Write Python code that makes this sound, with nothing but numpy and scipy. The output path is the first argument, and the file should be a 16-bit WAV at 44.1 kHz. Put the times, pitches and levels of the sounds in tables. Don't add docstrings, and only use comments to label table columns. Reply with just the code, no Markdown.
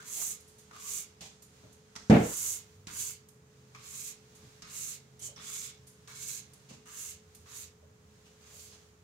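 import sys
import numpy as np
from scipy import signal
from scipy.fft import rfft, irfft, next_fast_len
from scipy.io import wavfile

SR = 44100
rng = np.random.default_rng(int(sys.argv[2]) if len(sys.argv) > 2 else 0)


def dump_mix(stems):
    frames = np.atleast_2d(stems).T
    limited = np.clip(frames, -1, 1)
    pcm = np.round(limited * 32767).astype(np.int16)
    wavfile.write(sys.argv[1], SR, pcm)


N = 398223
T = np.arange(N) / SR

# f/Hz, level/dB per Hz
AIR_SPECTRUM = [(20, -3.5), (45, -16), (80, -5.5), (130, -2.5), (220, -6.5), (320, -18), (450, -10.5),
                (650, -19.5), (1300, -19.5), (3000, -27), (7000, -31.5), (16000, -49)]
# f/Hz, level/dB
HUM_PARTIALS = [(81, -74), (209, -76.5), (427, -68.5)]
# start t/s, end t/s, f/Hz, level/dB
RUMBLE_SPELLS = [(2.4, 3.154, 96, -62), (2.997, 6.8, 130, -65.5), (7.05, 9.1, 81.8, -66.5)]
# start t/s, end t/s, level/dB
COAT_MOVES = [(0, 1.3, -67.5), (1.455, 2.805, -66.5), (3.547, 7.7, -69), (4.25, 4.51, -75.5),
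              (8.106, 8.862, -66.5)]
# f/Hz, level/dB per Hz
CLOTH_SPECTRUM = [(300, 1), (4000, -0.5), (7000, -5.5), (16000, -15.5)]
# t/s, level/dB
DOOR_BLOWS = [(2.098, -8), (2.121, -12), (2.1463, -14.5), (2.172, -19.5)]
# f/Hz, relative level/dB, T60/s
DOOR_MODES = [(51, -19, 0.45), (81.3, -13, 0.48), (118.1, -1, 0.386), (135.7, 4, 0.27), (173.8, 0.5, 0.42),
              (215.4, 3, 0.38), (241, 1, 0.27), (266.7, -1, 0.35), (309.6, -2, 0.33), (375, -4, 0.32),
              (396, -2, 0.24), (423, -7.5, 0.51), (462, -6, 0.33), (489.6, -5.5, 0.47), (550, -13, 0.51),
              (593, -17, 0.29), (622, -13, 0.21), (734, -11.5, 0.43), (802, -12, 0.4), (885, -15, 0.25),
              (1330, -19.5, 0.39)]
# f/Hz, level/dB per Hz
RATTLE_SPECTRUM = [(60, -17), (220, -7.5), (450, 1), (850, -7), (1200, -24.5), (2300, -17), (3200, -26.5),
                   (16000, -81)]
# t/s, level/dB
FOOTFALLS = [(1.208, -51.5), (1.634, -50.5), (4.429, -56.5), (5.213, -53.5), (5.377, -54), (6.704, -48)]
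# t/s, level/dB
SOLE_TAPS = [(1.635, -61), (5.282, -57), (7.825, -62), (8.535, -62)]
# t/s, length/s, level/dB, tail relative level/dB,
# squeak f/Hz, squeak relative level/dB, squeak width/share of its f
SOLE_SCUFFS = [(0.164, 0.062, -54, -13, 712, -8, 0.48), (1.209, 0.066, -53, -4, 653, -22, 0.25),
               (5.194, 0.13, -71, -19, 3050, 9.5, 0.082), (6.685, 0.074, -59.5, -8, 2630, -8, 0.14),
               (8.253, 0.04, -65, -13, 2590, -2, 0.22), (8.717, 0.045, -60, -17, 2210, -13, .12)]
# f/Hz, level/dB per Hz
FOOT_SPECTRUM = [(40, -24), (110, 7), (200, 0), (450, -6), (1500, -18), (5000, -51)]
# f/Hz, level/dB per Hz
SOLE_SPECTRUM = [(300, -6), (800, 1.5), (1400, -7.5), (2400, 1), (4500, 1.5), (7500, -2.5), (16000, -17)]
# t/s, crack level/dB, hollow ring level/dB, ping f/Hz, ping level/dB
HEAD_CLACKS = [(0.218, -46, -45.5, 2010, -54), (0.711, -58, -50.5, 1360, -55),
               (1.208, -45.5, -75, 2150, -61), (1.954, -46.5, -52, 1380, -53), (1.961, -39, -44, 6160, -57),
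               (2.870, -40, -68, 2480, -51), (3.748, -53, -52, 2290, -54), (4.621, -44, -54, 5200, -54),
               (5.362, -63, -68, 5430, -51), (5.377, -61, -56, 3570, -51), (6.075, -49, -59, 5340, -64)]
# f/Hz, level/dB per Hz
CRACK_SPECTRUM = [(200, 7), (1000, -7), (2500, 0.5), (5200, 4), (8000, -4), (16000, -24)]
# t/s, level/dB, rise/s, twang f/Hz
BRISTLE_FLICKS = [(0.402, -57.5, 0.0024, 7000), (0.472, -55, 0.013, 7650), (0.58, -55, 0.0083, 6600),
                  (1.421, -54, 0.0026, 7060), (1.726, -61, 0.0022, 6500), (3.286, -59, .0005, 14100),
                  (4.348, -57.5, 0.006, 6630), (5.192, -51.5, 0.0037, 6400), (5.868, -53, .005, 9540),
                  (6.534, -57.5, 0.00067, 9000), (7.348, -54, 0.0011, 13800)]
# f/Hz, level/dB per Hz
FLICK_SPECTRUM = [(1500, -15), (4500, -6), (8000, -3.5), (9300, 2), (11500, -3.5), (14000, -4),
                  (16000, -25)]
# t/s, length/s, force/dB, brightness/dB, share of length spent speeding up,
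# landing grit level/dB, head ring f/Hz, head ring level/dB, head ring T60/s
BROOM_STROKES = [ (0.0, 0.34, 4.5, 1.9, 0.69, -56.5, 1364, -47, 0.16),
                 (0.727, 0.3, 1.6, 0.7, 0.81, -57, 1137, -56, 1.9),
                 (2.109, 0.47, 5.5, 1.5, 0.74, -44, 1373, -54, 1),
                 (2.873, 0.26, 2.5, 0.7, 0.53, -51.5, 1210, -74, 1.2),
                 (3.747, 0.38, -2.5, 0, 0.75, -61, 1116, -59, 0.89),
                 (4.624, 0.33, 0, 0, 0.69, -57, 1210, -63, 0.81),
                 (5.197, 0.094, 0.5, -7, 0.6, -62, 1150, -82, 1),
                 (5.362, 0.33, 0, -2.5, 0.56, -55, 1130, -65, 1.2),
                 (6.078, 0.32, -1, -0.9, 0.68, -57.5, 1170, -77, 1.3),
                 (6.856, 0.28, -2.5, 0.1, 0.64, -56, 1150, -65, 0.98),
                 (7.455, 0.2, -6.5, 1, 0.62, -57.5, 998, -72, 0.72),
                 (8.405, 0.31, -14.5, 2, 0.66, -66.5, 1430, -88, 1)]
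# f/Hz, level/dB per Hz
HISS_SPECTRUM = [(1500, -29), (5200, -10.5), (6400, 2), (7500, 3), (9000, -2.5), (11000, -8), (15500, -25)]
# f/Hz, level/dB per Hz
FIZZ_SPECTRUM = [(5000, -16), (8500, 0), (10500, 3.5), (12500, 3), (14500, 0.5), (16000, -5)]
# f/Hz, level/dB per Hz
SCRAPE_SPECTRUM = [(400, -13.5), (850, -15), (1100, -4), (1850, -3), (2200, 2), (2650, 4), (4200, 3),
                   (6000, 0.5), (12000, -23)]
# f/Hz, level/dB per Hz
HEAD_SPECTRUM = [(400, -13), (800, -5), (1100, 6), (1550, 4.5), (2300, -1.5), (3500, -4), (5500, -12),
                 (8000, -8.5), (14000, -16)]
# f/Hz, level/dB
RIGHT_PORT_GAIN = [(150, 1.5), (2500, -0.5), (4400, 2), (5500, 4.5), (6300, 8.5), (7100, 8.5), (8200, 4.5),
                   (10500, 0.5)]

RUMBLE_EASE_S, MOVE_EASE_S = 0.052, 0.12
COAT_WAVER_DB = 2.5
TAP_HZ, TAP_T60_S = 570, 0.21
SQUEAK_BEND, SQUEAK_SETTLE_S, SOLE_CHATTER_DB = 0.162, 0.0219, 2
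HOLLOW_HZ, HOLLOW_T60_S = 1200, 0.068
PING_T60_S = 0.082
FLICK_T60_S, TWANG_DB, TWANG_T60_S = 0.19, -9, 0.16
HISS_DB, FIZZ_DB, SCRAPE_DB = -44.5, -46, -53.5
SCRAPE_PER_FORCE, SCRAPE_PER_BRIGHTNESS = 0.51, -1.25
BEND_S = .13
HANDLE_HZ, HANDLE_DB = 2150, -13
SKIM_HZ, SKIM_DB, DAB_DB = 4430, -63.5, 5
TOP_HZ = 15700


def undb(db):
    return 10 ** (np.asarray(db) / 20)


def unit(x):
    return x / np.sqrt(np.mean(x ** 2))


def add(out, x, s):
    i = max(int(s * SR), 0)
    out[..., i:i + x.shape[-1]] += x[..., :N - i]


def colour(x, spectrum):
    hz, db = np.transpose(spectrum)
    size = next_fast_len(x.shape[-1])
    f = np.maximum(np.fft.rfftfreq(size, 1 / SR), 1)
    gain = undb(np.interp(np.log(f), np.log(hz), db))
    return irfft(rfft(x, size) * gain, size)[..., :x.shape[-1]]


def resonance(hz, width=.12):
    return [(hz / 3, -45), (hz / (1 + width), -13), (hz, 0), (hz * (1 + width), -13), (hz * 3, -45)]


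def diffuse(size, apart_hz=480):
    mid, side = rfft(rng.standard_normal((2, size)))
    alike = np.exp(-(np.fft.rfftfreq(size, 1 / SR) / apart_hz) ** 3)
    common = mid * np.sqrt(1 + alike)
    opposed = np.array([[1], [-1]]) * side * np.sqrt(1 - alike)
    return unit(irfft(common + opposed, size))


def burst(spectrum, envelope):
    return unit(colour(diffuse(len(envelope)), spectrum)) * envelope


def fade(t60):
    return undb(-60 * T[:SR] / t60)


def swell(rise_s):
    return 1 - np.exp(-T[:SR] / rise_s)


def spell(start, end, ease_s):
    return (np.tanh((T - start) / ease_s) - np.tanh((T - end) / ease_s)) / 2


def wander(count):
    return np.interp(T, np.linspace(0, T[-1], num=count), rng.standard_normal(count))


def judder(depth_db):
    slow_noise = colour(rng.standard_normal(SR), [(5, 12.5), (25, 8.0), (120, -40), (800, -68)])
    return undb(depth_db * unit(slow_noise))


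def grains(per_s, spread_db, size, direct=0.25):
    happens = rng.random(size) < per_s / SR
    slips = happens * undb(spread_db * np.minimum(rng.exponential(size=size), 4))
    shared, left, right = rng.standard_normal((3, size))
    return slips * (direct * shared + np.array([left, right]))


def squeal(hz, width, bend, settle_s):
    half = hz * width / 2
    lowpass = [(half / 2, 0), (half, -3), (half * 2, -11), (half * 10, -50)]
    cos_part, sin_part = colour(rng.standard_normal((2, 2, SR)), lowpass)
    pitch = hz * (1 + bend * np.exp(-T[:SR] / settle_s))
    phase = 2 * np.pi * np.cumsum(pitch) / SR
    return unit(cos_part * np.cos(phase) + sin_part * np.sin(phase))


def room(x, wet_db, t60):
    tail = colour(diffuse(SR), [(100, 8.0), (7500, 4.5), (9500, 2.5), (15000, -2.0)])
    tail = tail * fade(t60) * swell(0.0073)
    tail /= np.sqrt(np.sum(tail ** 2) / 2)
    return x + undb(wet_db) * signal.oaconvolve(x, tail, axes=1)[:, :N]


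def background():
    out = undb(-62.5) * burst(AIR_SPECTRUM, np.ones(N))
    for hz, db in HUM_PARTIALS:
        waver = wander(count=60)
        phase = 2 * np.pi * np.cumsum(hz * (1 + 0.00295 * waver)) / SR
        out += undb(db + 1.4 * waver) * np.sqrt(2) * np.sin(phase)
    for start, end, hz, db in RUMBLE_SPELLS:
        out += burst(resonance(hz, width=0.13), undb(db) * spell(start, end, RUMBLE_EASE_S))
    return out


def coat():
    moving = sum(undb(db) * spell(start, end, MOVE_EASE_S) for start, end, db in COAT_MOVES)
    return burst(CLOTH_SPECTRUM, moving * undb(COAT_WAVER_DB * wander(count=70)))


def door(ring_db=-16.5, rattle_db=-17.0, crack_db=-27, clatter_db=-22, thud_hz=205, lag_s=0.00011, apart_hz=420):
    out = np.zeros((2, N))
    t = np.maximum(T[:SR] - np.array([[0], [lag_s]]), 0)
    clatter_spectrum = [(500, 6.0), (1100, -2.0), (1450, 5), (2400, -3.5), (3200, -13.0), (8000, -30.0)]
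    for s, db in DOOR_BLOWS:
        thud = -np.sin(2 * np.pi * thud_hz * t) * fade(0.089)
        clatter_envelope = undb(clatter_db) * swell(0.0028) * fade(0.48) * judder(depth_db=3.5)
        add(out, undb(db) * (thud + burst(clatter_spectrum, clatter_envelope)), s)
    first_s, first_db = DOOR_BLOWS[0]
    ring = 0
    for hz, db, t60 in DOOR_MODES:
        turn = np.array([[.5], [-.5]]) * min((hz / apart_hz) ** 4, .7)
        ring = ring - undb(db - 60 * t / t60) * np.sin(2 * np.pi * hz * t + turn)
    rattle = burst(RATTLE_SPECTRUM, undb(rattle_db) * fade(0.53) * judder(depth_db=1.0))
    cutoff = np.exp(-(T[:SR] / 0.22) ** 4)
    add(out, (undb(ring_db) * ring + rattle) * swell(0.0081) * cutoff, first_s)
    add(out, burst(CRACK_SPECTRUM, undb(first_db + crack_db) * fade(0.091)), first_s)
    return out


def shoes():
    out = np.zeros((2, N))
    for s, db in FOOTFALLS:
        add(out, undb(db) * burst(FOOT_SPECTRUM, swell(0.0014) * fade(0.15)), s)
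    for s, db in SOLE_TAPS:
        add(out, undb(db) * burst(resonance(TAP_HZ, width=.25), swell(0.002) * fade(TAP_T60_S)), s)
    for s, length, db, tail_db, hz, squeak_db, width in SOLE_SCUFFS:
        contact = np.exp(-(T[:SR] / length) ** 4) + undb(tail_db) * fade(0.32)
        drag = swell(0.0057) * judder(SOLE_CHATTER_DB) * contact
        squeak = undb(squeak_db) * squeal(hz, width, SQUEAK_BEND, SQUEAK_SETTLE_S)
        add(out, undb(db) * (burst(SOLE_SPECTRUM, drag) + squeak * drag), s)
    return out


def head_clicks():
    out = np.zeros((2, N))
    for s, db, hollow_db, ping_hz, ping_db in HEAD_CLACKS:
        crack = burst(CRACK_SPECTRUM, swell(0.00047) * (fade(0.042) + undb(-24.0) * fade(1.0)))
        hollow = burst(resonance(HOLLOW_HZ, width=1.0), fade(HOLLOW_T60_S))
        ping = squeal(ping_hz, width=.1, bend=0, settle_s=1) * fade(PING_T60_S)
        add(out, undb(db) * crack + undb(hollow_db) * hollow + undb(ping_db) * ping, s)
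    return out


def bristle_flicks():
    out = np.zeros((2, N))
    for s, db, rise_s, hz in BRISTLE_FLICKS:
        rustle_t60 = FLICK_T60_S * (rise_s / 0.0053) ** 0.2
        tick = burst(FLICK_SPECTRUM, undb(-3) * fade(0.04) + undb(-1) * fade(rustle_t60))
        twang = squeal(hz, width=.018, bend=0, settle_s=1) * fade(TWANG_T60_S)
        add(out, undb(db) * swell(rise_s) * (tick + undb(TWANG_DB) * twang), s)
    return out


def speed_db(t, gather_s, slow_s, start_db=-24, lift_db=-10, ease=1.73, release_s=0.02):
    rising = start_db * np.clip(1 - t / gather_s, 0, 1) ** ease
    slowing = lift_db * np.clip((t - gather_s) / slow_s, 0, 1) ** 3.4
    leaving = -10 * np.maximum(t - gather_s - slow_s, 0) / release_s
    return rising + slowing + leaving


def slipping(per_s, spread_db, spectrum):
    return unit(colour(grains(per_s, spread_db, size=SR), spectrum))


def sweeping():
    out, t = np.zeros((2, N)), T[:SR]
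    for lands, length, force_db, bright_db, gather_share, landing_db, ring_hz, ring_db, ring_t60 in BROOM_STROKES:
        gather_s = length * min(gather_share, .95)
        motion_db = speed_db(t, gather_s, length - gather_s)
        scrape_db = SCRAPE_DB + SCRAPE_PER_FORCE * force_db + SCRAPE_PER_BRIGHTNESS * bright_db
        hiss = undb(HISS_DB + force_db + motion_db) * slipping(14000, 0.5, HISS_SPECTRUM)
        fizz = undb(FIZZ_DB + force_db + bright_db + 1.13 * motion_db) * slipping(13000, -2.5, FIZZ_SPECTRUM)
        scrape = undb(scrape_db + 0.39 * motion_db) * slipping(5000, 0.0, SCRAPE_SPECTRUM)
        sliding = 1 - np.exp(-(t / (0.27 * gather_s)) ** 3)
        chatter = judder(depth_db=1.0)
        ragged = np.transpose([np.geomspace(900, 6000, num=40), 2.4 * rng.standard_normal(40)])
        bent = (1 - np.exp(-(length / BEND_S) ** 5)) * swell(0.0028)
        push = judder(depth_db=2.0) * np.exp(-(t / length) ** 8)
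        stutter = undb(landing_db) * fade(1.14) * slipping(2500, -0.5, HEAD_SPECTRUM)
        ring = undb(ring_db) * fade(ring_t60) * squeal(ring_hz, width=.12, bend=.12, settle_s=.045)
        handle_tone = squeal(HANDLE_HZ, width=.05, bend=0, settle_s=1)
        handle = undb(HANDLE_DB + scrape_db + 0.3 * motion_db) * handle_tone
        skim_db = SKIM_DB + DAB_DB * (length < BEND_S) + 0.53 * motion_db
        skim = burst(resonance(SKIM_HZ, width=0.94), undb(skim_db) * judder(depth_db=3.5))
        tips = chatter * sliding * (hiss + fizz + skim)
        shafts = colour(chatter * scrape + push * stutter, ragged)
        add(out, tips + bent * (shafts + push * ring + handle), lands)
    return out


def scene():
    knocks = head_clicks() + bristle_flicks() + shoes()
    reverberant = room(knocks, wet_db=-6.5, t60=0.47) + room(sweeping(), wet_db=-11.0, t60=0.21)
    return background() + coat() + door() + reverberant


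def record(dry):
    ports = np.array([dry[0], colour(dry[1], RIGHT_PORT_GAIN)])
    ports = signal.sosfilt(signal.butter(4, 46, "highpass", fs=SR, output="sos"), ports)
    rounded = np.tanh(1.7 * ports) / 1.7
    return signal.sosfilt(signal.ellip(10, .2, 80, TOP_HZ, fs=SR, output="sos"), rounded)


dry = scene()
out = record(dry)
dump_mix(out)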